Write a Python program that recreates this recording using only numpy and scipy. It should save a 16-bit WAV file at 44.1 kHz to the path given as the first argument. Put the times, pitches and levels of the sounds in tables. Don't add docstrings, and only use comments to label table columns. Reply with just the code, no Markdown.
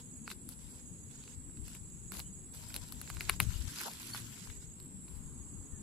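import sys
import numpy as np
from scipy import signal
from scipy.io import wavfile
from scipy.ndimage import uniform_filter1d

SR = 44100
rng = np.random.default_rng(int(sys.argv[2]) if len(sys.argv) > 2 else 0)


def magnitude_from_level(level_db):
    exponent = np.asarray(level_db, float) / 20
    return 10 ** exponent


def inscribe(sig):
    pcm = np.round(np.clip(np.atleast_2d(sig).T, -1, 1) * 32767)
    wavfile.write(sys.argv[1], SR, pcm.astype(np.int16))


N = 256662

# (time [s], peak level [dB], ringing pitch [Hz], brittle top over the peak [dB])
ROOTS = [(0.3154, -30.5, 4390, -11), (2.119, -33, 1550, -3), (2.15, -37.5, 1510, -7),
         (2.193, -35.5, 980, 2), (2.703, -40.5, 1690, -25), (2.922, -41, 1150, 4), (3.014, -36, 1570, -1),
         (3.1, -28.5, 1330, -10), (3.129, -47, 1090, -10), (3.1684, -35.5, 1270, -20),
         (3.292, -23, 1200, -15), (3.337, -39, 960, -23), (3.403, -32, 1203, -13.5), (3.448, -47, 950, -14),
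         (3.518, -42, 1690, -7), (3.68, -47, 1500, -19), (3.808, -29, 1660, -11.5),
         (4.146, -29.5, 1385, -21), (4.155, -34, 1430, -13.5), (4.471, -46, 990, -17),
         (4.499, -38.5, 1670, -18), (1.496, -54, 1490, -10), (4.625, -52, 1020, -15),
         (5.641, -61.5, 980, -19)]
STEMS = [(0.193, -56, 2500, -13), (0.277, -26, 1550, -17), (0.489, -43.5, 1380, 8.5),
         (0.520, -53, 2600, -11), (3.813, -31, 1490, 1.5), (0.288, -53, 2090, -10),
         (0.302, -29.5, 3180, -14.5), (0.3133, -29.5, 1470, -14), (1.111, -48, 2780, -8),
         (1.277, -39.5, 2620, -26), (1.699, -49, 2720, -14), (1.749, -36.5, 2500, -4),
         (2.723, -43.5, 2000, -8), (3.0755, -38, 1950, -18), (3.207, -20, 1870, -14.5),
         (3.224, -45, 2550, -3), (3.287, -34.5, 2020, -20), (3.295, -9, 1870, -6.5),
         (3.401, -6.5, 2198, -8), (3.740, -47, 2060, 6), (4.019, -47.5, 2140, 4), (5.08, -45.5, 2430, -14)]
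LEAVES = [(1.642, -51, 4500, -6), (1.654, -58.5, 4500, 0), (1.9, -58, 5000, 6), (3.717, -52, 5800, -8),
          (0.165, -62, 4970, 8), (4.029, -47, 4400, 2), (3.051, -53, 5500, -10),
          (1.237, -42.5, 4260, -13.5), (1.571, -43.5, 3870, -8), (1.68, -37, 2800, -5.5),
          (2.138, -38.5, 4000, -11), (2.169, -34.5, 6000, -3), (2.2, -30, 3920, -9), (2.547, -42, 4300, -1),
          (2.636, -40, 3900, -28), (2.7414, -29, 5900, -4), (2.7507, -38, 5500, 0),
          (2.7623, -23.5, 4100, -4), (3.147, -41, 4000, -8), (3.303, -34.5, 4460, -23),
          (3.719, -44, 4400, -4), (3.759, -34, 6200, -8), (3.804, -46, 4000, -6), (3.834, -37.5, 4630, -4),
          (4.173, -49, 5390, 4.5), (4.8, -43, 5300, -2.5), (2.886, -45.5, 5040, 0), (3.1415, -45, 3000, -1),
          (3.0135, -40, 5000, 2), (2.9225, -44, 3500, 4), (3.1005, -38, 4300, -4), (5.085, -50, 4500, -8),
          (4.826, -60, 7000, 8), (4.848, -60, 7000, 8), (0.497, -56, 6000, 8), (3.4, -44, 4200, -15.5),
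          (3.1685, -36, 4800, -16), (3.216, -46.5, 6000, 3.5), (2.7018, -42, 2600, -6),
          (3.679, -45.5, 5700, -12), (3.49, -49, 6000, 0.5), (4.2, -48, 6000, 5.5),
          (0.5205, -52, 3800, -2.5), (4.146, -38, 4200, -10), (4.175, -48, 7000, 4)]
# (late fibres [0-1]), then (left over right [dB])
FRAY = [
    0.46,
    0.19,
    0.22,
]
PLACE_DB = [
    4.5,
    4,
    0.5,
]
SCATTER_DB = 4.5
RING, RING_WIDTH = .75, .4
# (frequency [Hz], level [dB])
CRACK_COLOUR = [(240, -43), (400, -4), (489, -14), (826, 0.5), (1580, 0.5), (1790, -5.5), (2150, -1),
                (2840, 1.5), (3260, -7), (4180, 3), (7170, -18.5), (10100, -5.5), (13500, -16.5),
                (15300, -24), (16000, -35.5)]

# (start [s], length [s], effort [dB], fizz over effort [dB], clods over effort [dB])
STROKES = [(-0.03, 0.026, -56, -7, -5), (0.286, 0.03, -54.5, -1.5, -14), (0.476, 0.052, -63.5, 2.5, -4.5),
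           (0.577, 0.22, -66.5, -2, -5), (1.098, 0.24, -65.5, -23, -8), (1.638, 0.13, -62.5, -3, -8.5),
           (2.119, 0.085, -54, 1, -4.5), (2.526, 0.21, -59.5, -1, -6), (2.736, 0.029, -53, -3, -1.5),
           (2.768, 0.6, -62, -1, -6), (3.047, 0.25, -61.5, -17, -4.5), (3.193, 0.15, -56, -5, -20),
           (3.393, 0.027, -47, 1.5, -3), (3.49, 0.088, -57.5, -3, -15), (3.665, 0.11, -53.5, -5.5, -25),
           (3.763, 0.11, -48.5, -2, -20), (3.844, 0.026, -54.5, 1, 12.5), (3.874, 0.066, -55.5, -0.5, -19),
           (3.988, 0.12, -56.5, 0, -17), (4.124, 0.054, -51, 0, -17), (3.417, 0.99, -58.5, -2.5, -12),
           (4.412, 0.1, -60, -3, -11), (4.5, 0.066, -65, -3, -12), (4.594, 0.051, -64, -10, -14),
           (4.81, 0.05, -76, 8, 3), (5.067, 0.11, -70.5, 2, -17)]
PRESS_S, SETTLE_S = 0.016, 0.019
RESTING_DB, RESTING_FIZZ_DB, RESTING_CLODS_DB = -76, 1, 1.5
HAND_SWAY_DB, CLUMP_DB = 4, 1.7
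# (frequency [Hz], level [dB])
SOIL_COLOUR = [(240, -28), (400, -5), (700, -9.5), (994, -2.5), (1200, -10), (1440, -6), (1900, -10),
               (5600, -9.5), (6340, -8.5), (9040, -7), (11400, -11.5), (14600, -18.5), (16000, -15.5)]

# (pitch [Hz], width [Hz], left [dB], right [dB], throb rate [1/s], throb depth [0-1])
CHORUS = [(7555, 38, -73, -62, 130, 0), (7630, 50, -71.5, -64.5, 20, .3), (7790, 96, -74, -57.5, 17, 0.36),
          (7570, 270, -58, -67.5, 40, 0.07), (8170, 650, -64.5, -68.5, 12, 0.12),
          (9810, 750, -64, -68.5, 17, 0.08), (7270, 880, -72, -63.5, 45, 0.3)]
CRICKET = [(6760, 70, -68.5, -59, 45, 0.26), (6532, 77, -71, -69, 45.5, -0.5)]
KATYDIDS = [(7040, 40, -78, -73, 45, .2), (9760, 110, -65, -68, 30, .2), (10270, 200, -68, -72, 18, .2)]
# (start [s], end [s])
PHRASES = [
    (-.2, .3),
    (.72, 1.38),
    (1.8, 2.47),
    (2.91, 3.63),
    (4.06, 4.78),
    (5.12, 5.86),
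]
# (start [s], end [s])
BOUTS = [
    [(.3, 1.), (1.6, 3.3), (4.3, 4.9)],
    [(1.3, 1.9), (4.9, 5.45)],
    [(.55, 1.4), (2.2, 2.6), (5.15, 5.3)],
]
START_S, STOP_S = .14, .05

# (time [s], length [s], pitch [Hz], level [dB], glide [share of pitch])
PEEPS = [
    (2.228, .075, 3020, -72, .04),
    (3.543, .012, 2950, -55, 0),
    (5.69, .13, 1790, -76, -.12),
    (4.31, .05, 3200, -66, 0),
    (3.757, .007, 6250, -50, 0),
    (4.132, .010, 4500, -41, .05),
    (3.68, .03, 1550, -60, 0),
    (3.555, .02, 3000, -64, 0),
    (4.158, .012, 4400, -54, 0),
    (4.115, .016, 4350, -56, 0),
]

# (time [s], peak level [dB], pitch [Hz])
THUMPS = [(1.379, -34, 70), (3.32, -30, 59.4), (3.409, -24.5, 130.3), (3.427, -25.5, 107.7),
          (3.436, -27, 110), (3.471, -23.5, 105), (3.49, -27, 62.6), (3.511, -31.5, 80), (3.561, -23, 67.4),
          (3.602, -31.5, 50), (3.618, -28, 62.3), (3.655, -29.5, 69.6), (3.679, -28.5, 82),
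          (5.736, -29.5, 60.5)]
# (time [s], level [dB])
AIR = [(0, -58.5), (.9, -56), (1.35, -55), (1.6, -48.5), (1.85, -58), (2.08, -51.5), (3.1, -51),
       (3.25, -45), (3.57, -43), (3.72, -65), (4.08, -70.5), (4.2, -52), (4.4, -65), (4.55, -45),
       (4.73, -57.5), (5.0, -59.5), (5.15, -44), (5.82, -59)]
# (frequency [Hz], level [dB])
AIR_COLOUR = [(20, -8.5), (50, 5.5), (100, 0), (160, -8.5), (300, -37.5), (600, -47.5)]

# (frequency [Hz], level [dB])
FAR_COLOUR = [(12, -35), (22, -9.5), (65, -5.5), (135, -0.5), (243, -3), (330, -10.5), (480, -17.5),
              (600, -27), (963, -27), (2200, -30.5), (4000, -32), (5970, -35.5), (8840, -27), (11100, -38),
              (14800, -34), (16400, -85)]
# (frequency [Hz], correlation [-1 to 1])
LIKENESS = [(60, 0.64), (150, 0.88), (380, 0.65), (950, -0.29), (2380, 0.07), (5980, -0.51),
            (15000, -0.088)]
# (frequency [Hz], left over right [dB])
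BALANCE = [(60, 3.5), (150, 7.5), (380, 2), (950, -2), (2380, 2.5), (5980, -3.5), (15000, -1)]
# (time [s], rumble level [dB])
TRAFFIC = [(0.0, -56.5), (0.97, -57), (2.33, -56.5), (2.92, -55.5), (3.44, -53.5), (3.78, -55.5),
           (4.59, -57), (4.88, -55), (5.75, -54), (5.82, -52)]
FAR_DB, RUMBLE_SWELL_DB, RUMBLE_SWELLS_PER_S = -53, 0.57, 4.6
# (start [s], end [s], pitch [Hz], width [Hz], level [dB])
DRONES = [
    (-0.16, 1.56, 254.5, 38, -65),
    (2, 2.4, 187, 25, -57),
    (4, 4.95, 111.5, 27, -57),
    (5.5, 7.7, 254, 50, -67),
    (1.5, 2.3, 148, 35, -59.5),
    (5, 5.9, 1010, 520, -75),
    (0.5, 1.08, 497, 130, -76),
]

# (frequency [Hz], step over the local level [dB])
COARSENESS = [(300, -30), (600, -20), (900, -14), (1200, -10), (1600, -3.5), (2200, 0), (2900, 2.5),
              (4000, 1.5), (5200, 5), (6200, 2), (6800, -11), (7600, -16), (8300, -11), (8900, 1),
              (9600, -9), (10500, -6), (11500, 1), (13000, 1.5), (14500, 4.5), (15200, 12), (15500, 28)]
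UNEVEN_DB, FOLLOW, SUDDEN_DB = 6, .8, 10.5
OVERLOAD = .62


def evened(x):
    return x / np.sqrt(np.mean(x ** 2) + 1e-20)


def read(points, hz):
    f, value = np.transpose(points)
    return np.interp(np.log(hz + 1), np.log(f + 1), value)


def band(x, lo_hz, hi_hz):
    return signal.sosfilt(signal.butter(2, [lo_hz, hi_hz], "band", fs=SR, output="sos"), x)


def drift(per_s, channels=1):
    steps = rng.standard_normal((channels, N // 128 + 2))
    slow = evened(signal.sosfilt(signal.butter(2, per_s, fs=SR / 128, output="sos"), steps))
    return np.array([np.interp(np.arange(N) / 128, np.arange(len(v)), v) for v in slow])


def causal(points):
    hz = abs(np.fft.fftfreq(4096, 1 / SR))
    log_gain = np.log(magnitude_from_level(np.maximum(read(points, hz), -90)))
    return np.fft.ifft(np.exp(np.conj(signal.hilbert(log_gain)))).real[:1024]


def coloured(x, points):
    return signal.oaconvolve(x, causal(points)[None], axes=1)[:, :N]


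def resonate(x, hz, width):
    return signal.lfilter(*signal.iirpeak(hz, hz / width, SR), x)


def sides(pan_db):
    return magnitude_from_level(np.array([pan_db, -pan_db]) / 2)


def gate(spans, start_s, stop_s):
    t = np.arange(N) / SR
    return sum(np.clip(np.minimum((t - a) / start_s, (b - t) / stop_s), 0, 1) for a, b in spans)


def peaked(x):
    return x / abs(x.mean(0)).max()


def snap(db, hz, top_db, fray, pan_db, fibres, colour):
    t = np.arange(fibres.shape[1]) / SR
    burst = np.exp(-abs(t - .0012) / .00018)
    echo = np.roll(burst, round(.002 * SR))
    late = np.clip(fray, 0, 1) * np.exp(-t / .0035) + .012 * np.exp(-t / .025)
    late *= np.clip(t / .0016, 0, 1) ** 3
    parting = np.arange(len(t)) == round(.0012 * SR)
    crack = fibres * (.45 * burst + .13 * echo + late) + 3.5 * parting
    ports = [crack[0], .65 * crack[0] + .55 * crack[1]]
    crack = signal.fftconvolve(ports, colour[None], axes=1)[:, :len(t)]

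    brightness = np.clip(-.016 * (db + 2), 0, 1)
    broad = peaked(band(crack, 0.25 * hz, 10000.0)) + brightness * peaked(band(crack, 4000.0, 10000.0))
    body = peaked(broad + RING * peaked(resonate(crack, hz, RING_WIDTH * hz)))
    top = magnitude_from_level(top_db + np.array([[9.5], [6.5]])) * peaked(band(crack, 9230.0, 19000.0))
    top[1] = .8 * np.roll(top[1], 1) + .35 * top[1]
    thud_db = -27.0 - 1.3 * np.log2(hz / 1500)
    thud = magnitude_from_level(thud_db) * peaked(band(crack, 330.0, 800.0))
    return magnitude_from_level(db) * sides(pan_db)[:, None] * (body + top + thud)


def snaps():
    out, colour = np.zeros((2, N + 2048)), causal(CRACK_COLOUR)
    for table, fray, place_db in zip([ROOTS, STEMS, LEAVES], FRAY, PLACE_DB):
        noise = rng.standard_normal((len(table), 2, 2049))
        for (s, *row), fibres in zip(table, noise):
            pan_db = place_db + SCATTER_DB * fibres[0, -1]
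            out[:, round(s * SR):][:, :2048] += snap(*row, fray, pan_db, fibres[:, :-1], colour)
    return out[:, :N]


def strokes():
    t = np.arange(N) / SR
    resting_db = RESTING_DB + np.array([[0], [RESTING_FIZZ_DB], [RESTING_CLODS_DB]])
    power = magnitude_from_level(resting_db) ** 2 * np.ones(N)
    for s, length, db, fizz_db, clod_db in STROKES:
        shape = np.clip((t - s) / PRESS_S, 0, 1) * np.exp(-np.maximum(t - s - length, 0) / SETTLE_S)
        power += (magnitude_from_level(db + np.array([[0], [fizz_db], [clod_db]])) * shape) ** 2
    return np.sqrt(power)


def clumped(x):
    z = signal.stft(x, nperseg=512)[2]
    patches = uniform_filter1d(rng.standard_normal(z.shape[1:]), size=7, axis=0)
    patches = uniform_filter1d(patches, size=7, axis=1)
    return signal.istft(z * magnitude_from_level(CLUMP_DB * evened(patches)), nperseg=512)[1][:, :N]


def crumbs():
    effort, dry_gain, clod_gain = strokes()
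    pan_db = HAND_SWAY_DB * drift(7.9)[0]
    size = magnitude_from_level(3.6 * np.minimum(rng.exponential(1, N), 3.))
    size *= (rng.random(N) < 1500 / SR) * rng.choice([-1, 1], N)
    kind, breaks = rng.integers(0, 10, N), np.zeros((2, N))
    for k, hz in enumerate(np.geomspace(700., 13000., num=10)):
        ring = resonate(size * (kind == k), hz, 0.19 * hz)
        breaks += [ring, np.roll(ring, rng.integers(-8, 9))]
    dust = rng.standard_normal((3, N))
    grit = 1.1 * np.clip(effort / magnitude_from_level(-66), 0, 1) * evened(breaks) + 0.5 * dust[0] + 1.4 * dust[1:]
    grit *= magnitude_from_level(1.3 * drift(140.))
    grit = clumped(coloured(grit, SOIL_COLOUR))

    def layer(lo_hz, hi_hz):
        return magnitude_from_level(.6 * drift(25.4)) * evened(band(grit, lo_hz, hi_hz))

    body = magnitude_from_level(4.5) * effort * layer(1222.0, 10000.0) * sides(pan_db)
    fizz = magnitude_from_level([[4.5], [1.5]]) * dry_gain * layer(8950.0, 13700.0)
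    clods = magnitude_from_level([[2.5], [-.5]]) * clod_gain * layer(333.0, 1610.0)
    return body + fizz + clods


def stridulate(hz, width, left_db, right_db, per_s, depth, swell_db=2.0):
    turns = np.cumsum(per_s * (1 + 0.044 * drift(4.1)[0])) / SR
    whistle = resonate(resonate(rng.standard_normal((2, N)), hz, width), hz, width)
    throb = 1 + np.clip(depth, 0, 1) * np.cos(2 * np.pi * turns)
    level_db = [[left_db], [right_db]] + swell_db * drift(0.78, channels=2)
    return magnitude_from_level(level_db) * evened(whistle * throb)


def insects():
    out = sum(stridulate(*voice) for voice in CHORUS)
    for voice, phrases in zip(CRICKET + KATYDIDS, [PHRASES, PHRASES] + BOUTS):
        out += stridulate(*voice, swell_db=.6) * gate(phrases, START_S, STOP_S)
    return out


def bird():
    out = np.zeros(N)
    for s, length, hz, db, glide in PEEPS:
        part = out[round(s * SR):][:round(length * SR)]
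        waver = .025 * evened(uniform_filter1d(rng.standard_normal(len(part)), size=150))
        pitch = 1 + glide * np.linspace(-.5, .5, len(part)) + waver
        part += magnitude_from_level(db + 6) * np.sin(2 * np.pi * hz * np.cumsum(pitch) / SR) * np.hanning(len(part))
    return out


def gusts():
    lumps = magnitude_from_level(4.1 * drift(10.0, channels=2))
    air = coloured(rng.standard_normal((2, N)) * lumps, AIR_COLOUR)
    air_db = np.interp(np.arange(N) / SR, *np.transpose(AIR))
    eddies = np.zeros(N)
    for s, db, hz in THUMPS:
        u = np.pi * hz * np.arange(-1500, 1500) / SR
        push = (1 - 2 * u ** 2) * np.exp(-u ** 2)
        eddies[round(s * SR) - 1500:][:3000] += magnitude_from_level(db) * push
    return magnitude_from_level(air_db) * evened(air) * magnitude_from_level([[3.1], [-16]]) + eddies * magnitude_from_level([[-.5], [-24]])


def surroundings():
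    frames, hz = N // 512 + 5, np.fft.rfftfreq(2048, 1 / SR)
    a, b, c, d, patches = rng.standard_normal((frames, 1025, 5)).T
    patches = evened(uniform_filter1d(uniform_filter1d(patches, size=4, axis=0), size=10, axis=1))
    same = np.clip(read(LIKENESS, hz), -1, 1)[:, None]
    left = a + 1j * b
    z = np.array([left, same * left + np.sqrt(1 - same ** 2) * (c + 1j * d)])
    swell_db = np.interp(np.arange(frames) * 512 / SR, *np.transpose(TRAFFIC))
    swell_db += RUMBLE_SWELL_DB * np.resize(drift(RUMBLE_SWELLS_PER_S)[0, ::512], frames)
    low = 1 / (1 + (hz[:, None] / 600) ** 4)
    moving_db = low * (2.96 * patches + swell_db - swell_db.mean())
    z *= magnitude_from_level(read(FAR_COLOUR, hz)[:, None] + moving_db)
    z *= sides(read(BALANCE, hz))[:, :, None]
    return magnitude_from_level(FAR_DB) * evened(signal.istft(z, nperseg=2048, noverlap=1536)[1][:, :N])


def engines():
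    noise, tones = rng.standard_normal(N), np.zeros(N)
    for a, b, hz, width, db in DRONES:
        tone = evened(resonate(resonate(noise, hz, width), hz, width))
        tones += magnitude_from_level(db) * gate([(a, b)], 0.099, 0.069) * tone
    return tones * sides(6.3)[:, None]


def scene():
    return snaps() + crumbs() + insects() + bird() + gusts() + surroundings() + engines()


def rounded(x):
    n, k, count = np.arange(2048) + .5, np.arange(768) + .5, (N - 790) // 1024 - 1
    end = 790 + 1024 * (count + 1)
    window = np.sin(np.pi * n / 2048)[:, None]
    basis = np.cos(np.pi / 1024 * np.outer(n + 512, k)) * window / np.sqrt(512)
    halves = x[:, 790:end].reshape(2, count + 1, 1024)
    blocks = np.concatenate([halves[:, :-1], halves[:, 1:]], axis=2)
    lines = np.tensordot(blocks, basis, axes=1)

    level_db = 10 * np.log10(abs(uniform_filter1d((lines ** 2).mean(0), size=33, axis=1)) + 1e-16)
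    usual_db = np.median(level_db, axis=0)
    uneven = evened(uniform_filter1d(rng.standard_normal((count, 96)), size=3, axis=0))
    uneven_db = UNEVEN_DB * np.repeat(uneven, 8, axis=1)
    step_db = usual_db + FOLLOW * (level_db - usual_db) + read(COARSENESS, k * SR / 2048) + uneven_db
    step = magnitude_from_level(step_db)

    edge = np.diff(blocks.mean(0), prepend=0)[:, ::-1] ** 2
    edge = edge.reshape(count, 16, 128)[:, :15].mean(axis=2)
    steady = edge.max(axis=1) < magnitude_from_level(SUDDEN_DB) ** 2 * np.median(edge, axis=1)
    error = (np.sign(lines) * np.floor(abs(lines) / step + .4) * step - lines) * steady[:, None]
    back = np.tensordot(error, basis.T, axes=1)
    lapped = np.pad(back[..., :1024], ((0, 0), (0, 1), (0, 0)))
    lapped += np.pad(back[..., 1024:], ((0, 0), (1, 0), (0, 0)))
    return x + np.pad(lapped.reshape(2, -1), ((0, 0), (790, N - end)))


def roll_off(x):
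    return signal.sosfilt(signal.butter(12, 16560, fs=SR, output="sos"), x)


def record(dry):
    limited = OVERLOAD * np.tanh(dry / OVERLOAD)
    limited = signal.oaconvolve(limited, signal.firwin(201, 16400, fs=SR)[None], "same")
    under_cricket = signal.firwin(401, (5600, 6420), pass_zero=False, fs=SR)
    faint = signal.oaconvolve(limited, under_cricket[None], "same")
    quiet = uniform_filter1d(faint ** 2, size=2048) < magnitude_from_level(-77) ** 2
    duck = (1 - magnitude_from_level(-18)) * gate(PHRASES, START_S, STOP_S) * uniform_filter1d(quiet * 1., size=1024)
    return roll_off(rounded(limited - duck * faint))


dry = scene()
out = record(dry)
inscribe(out)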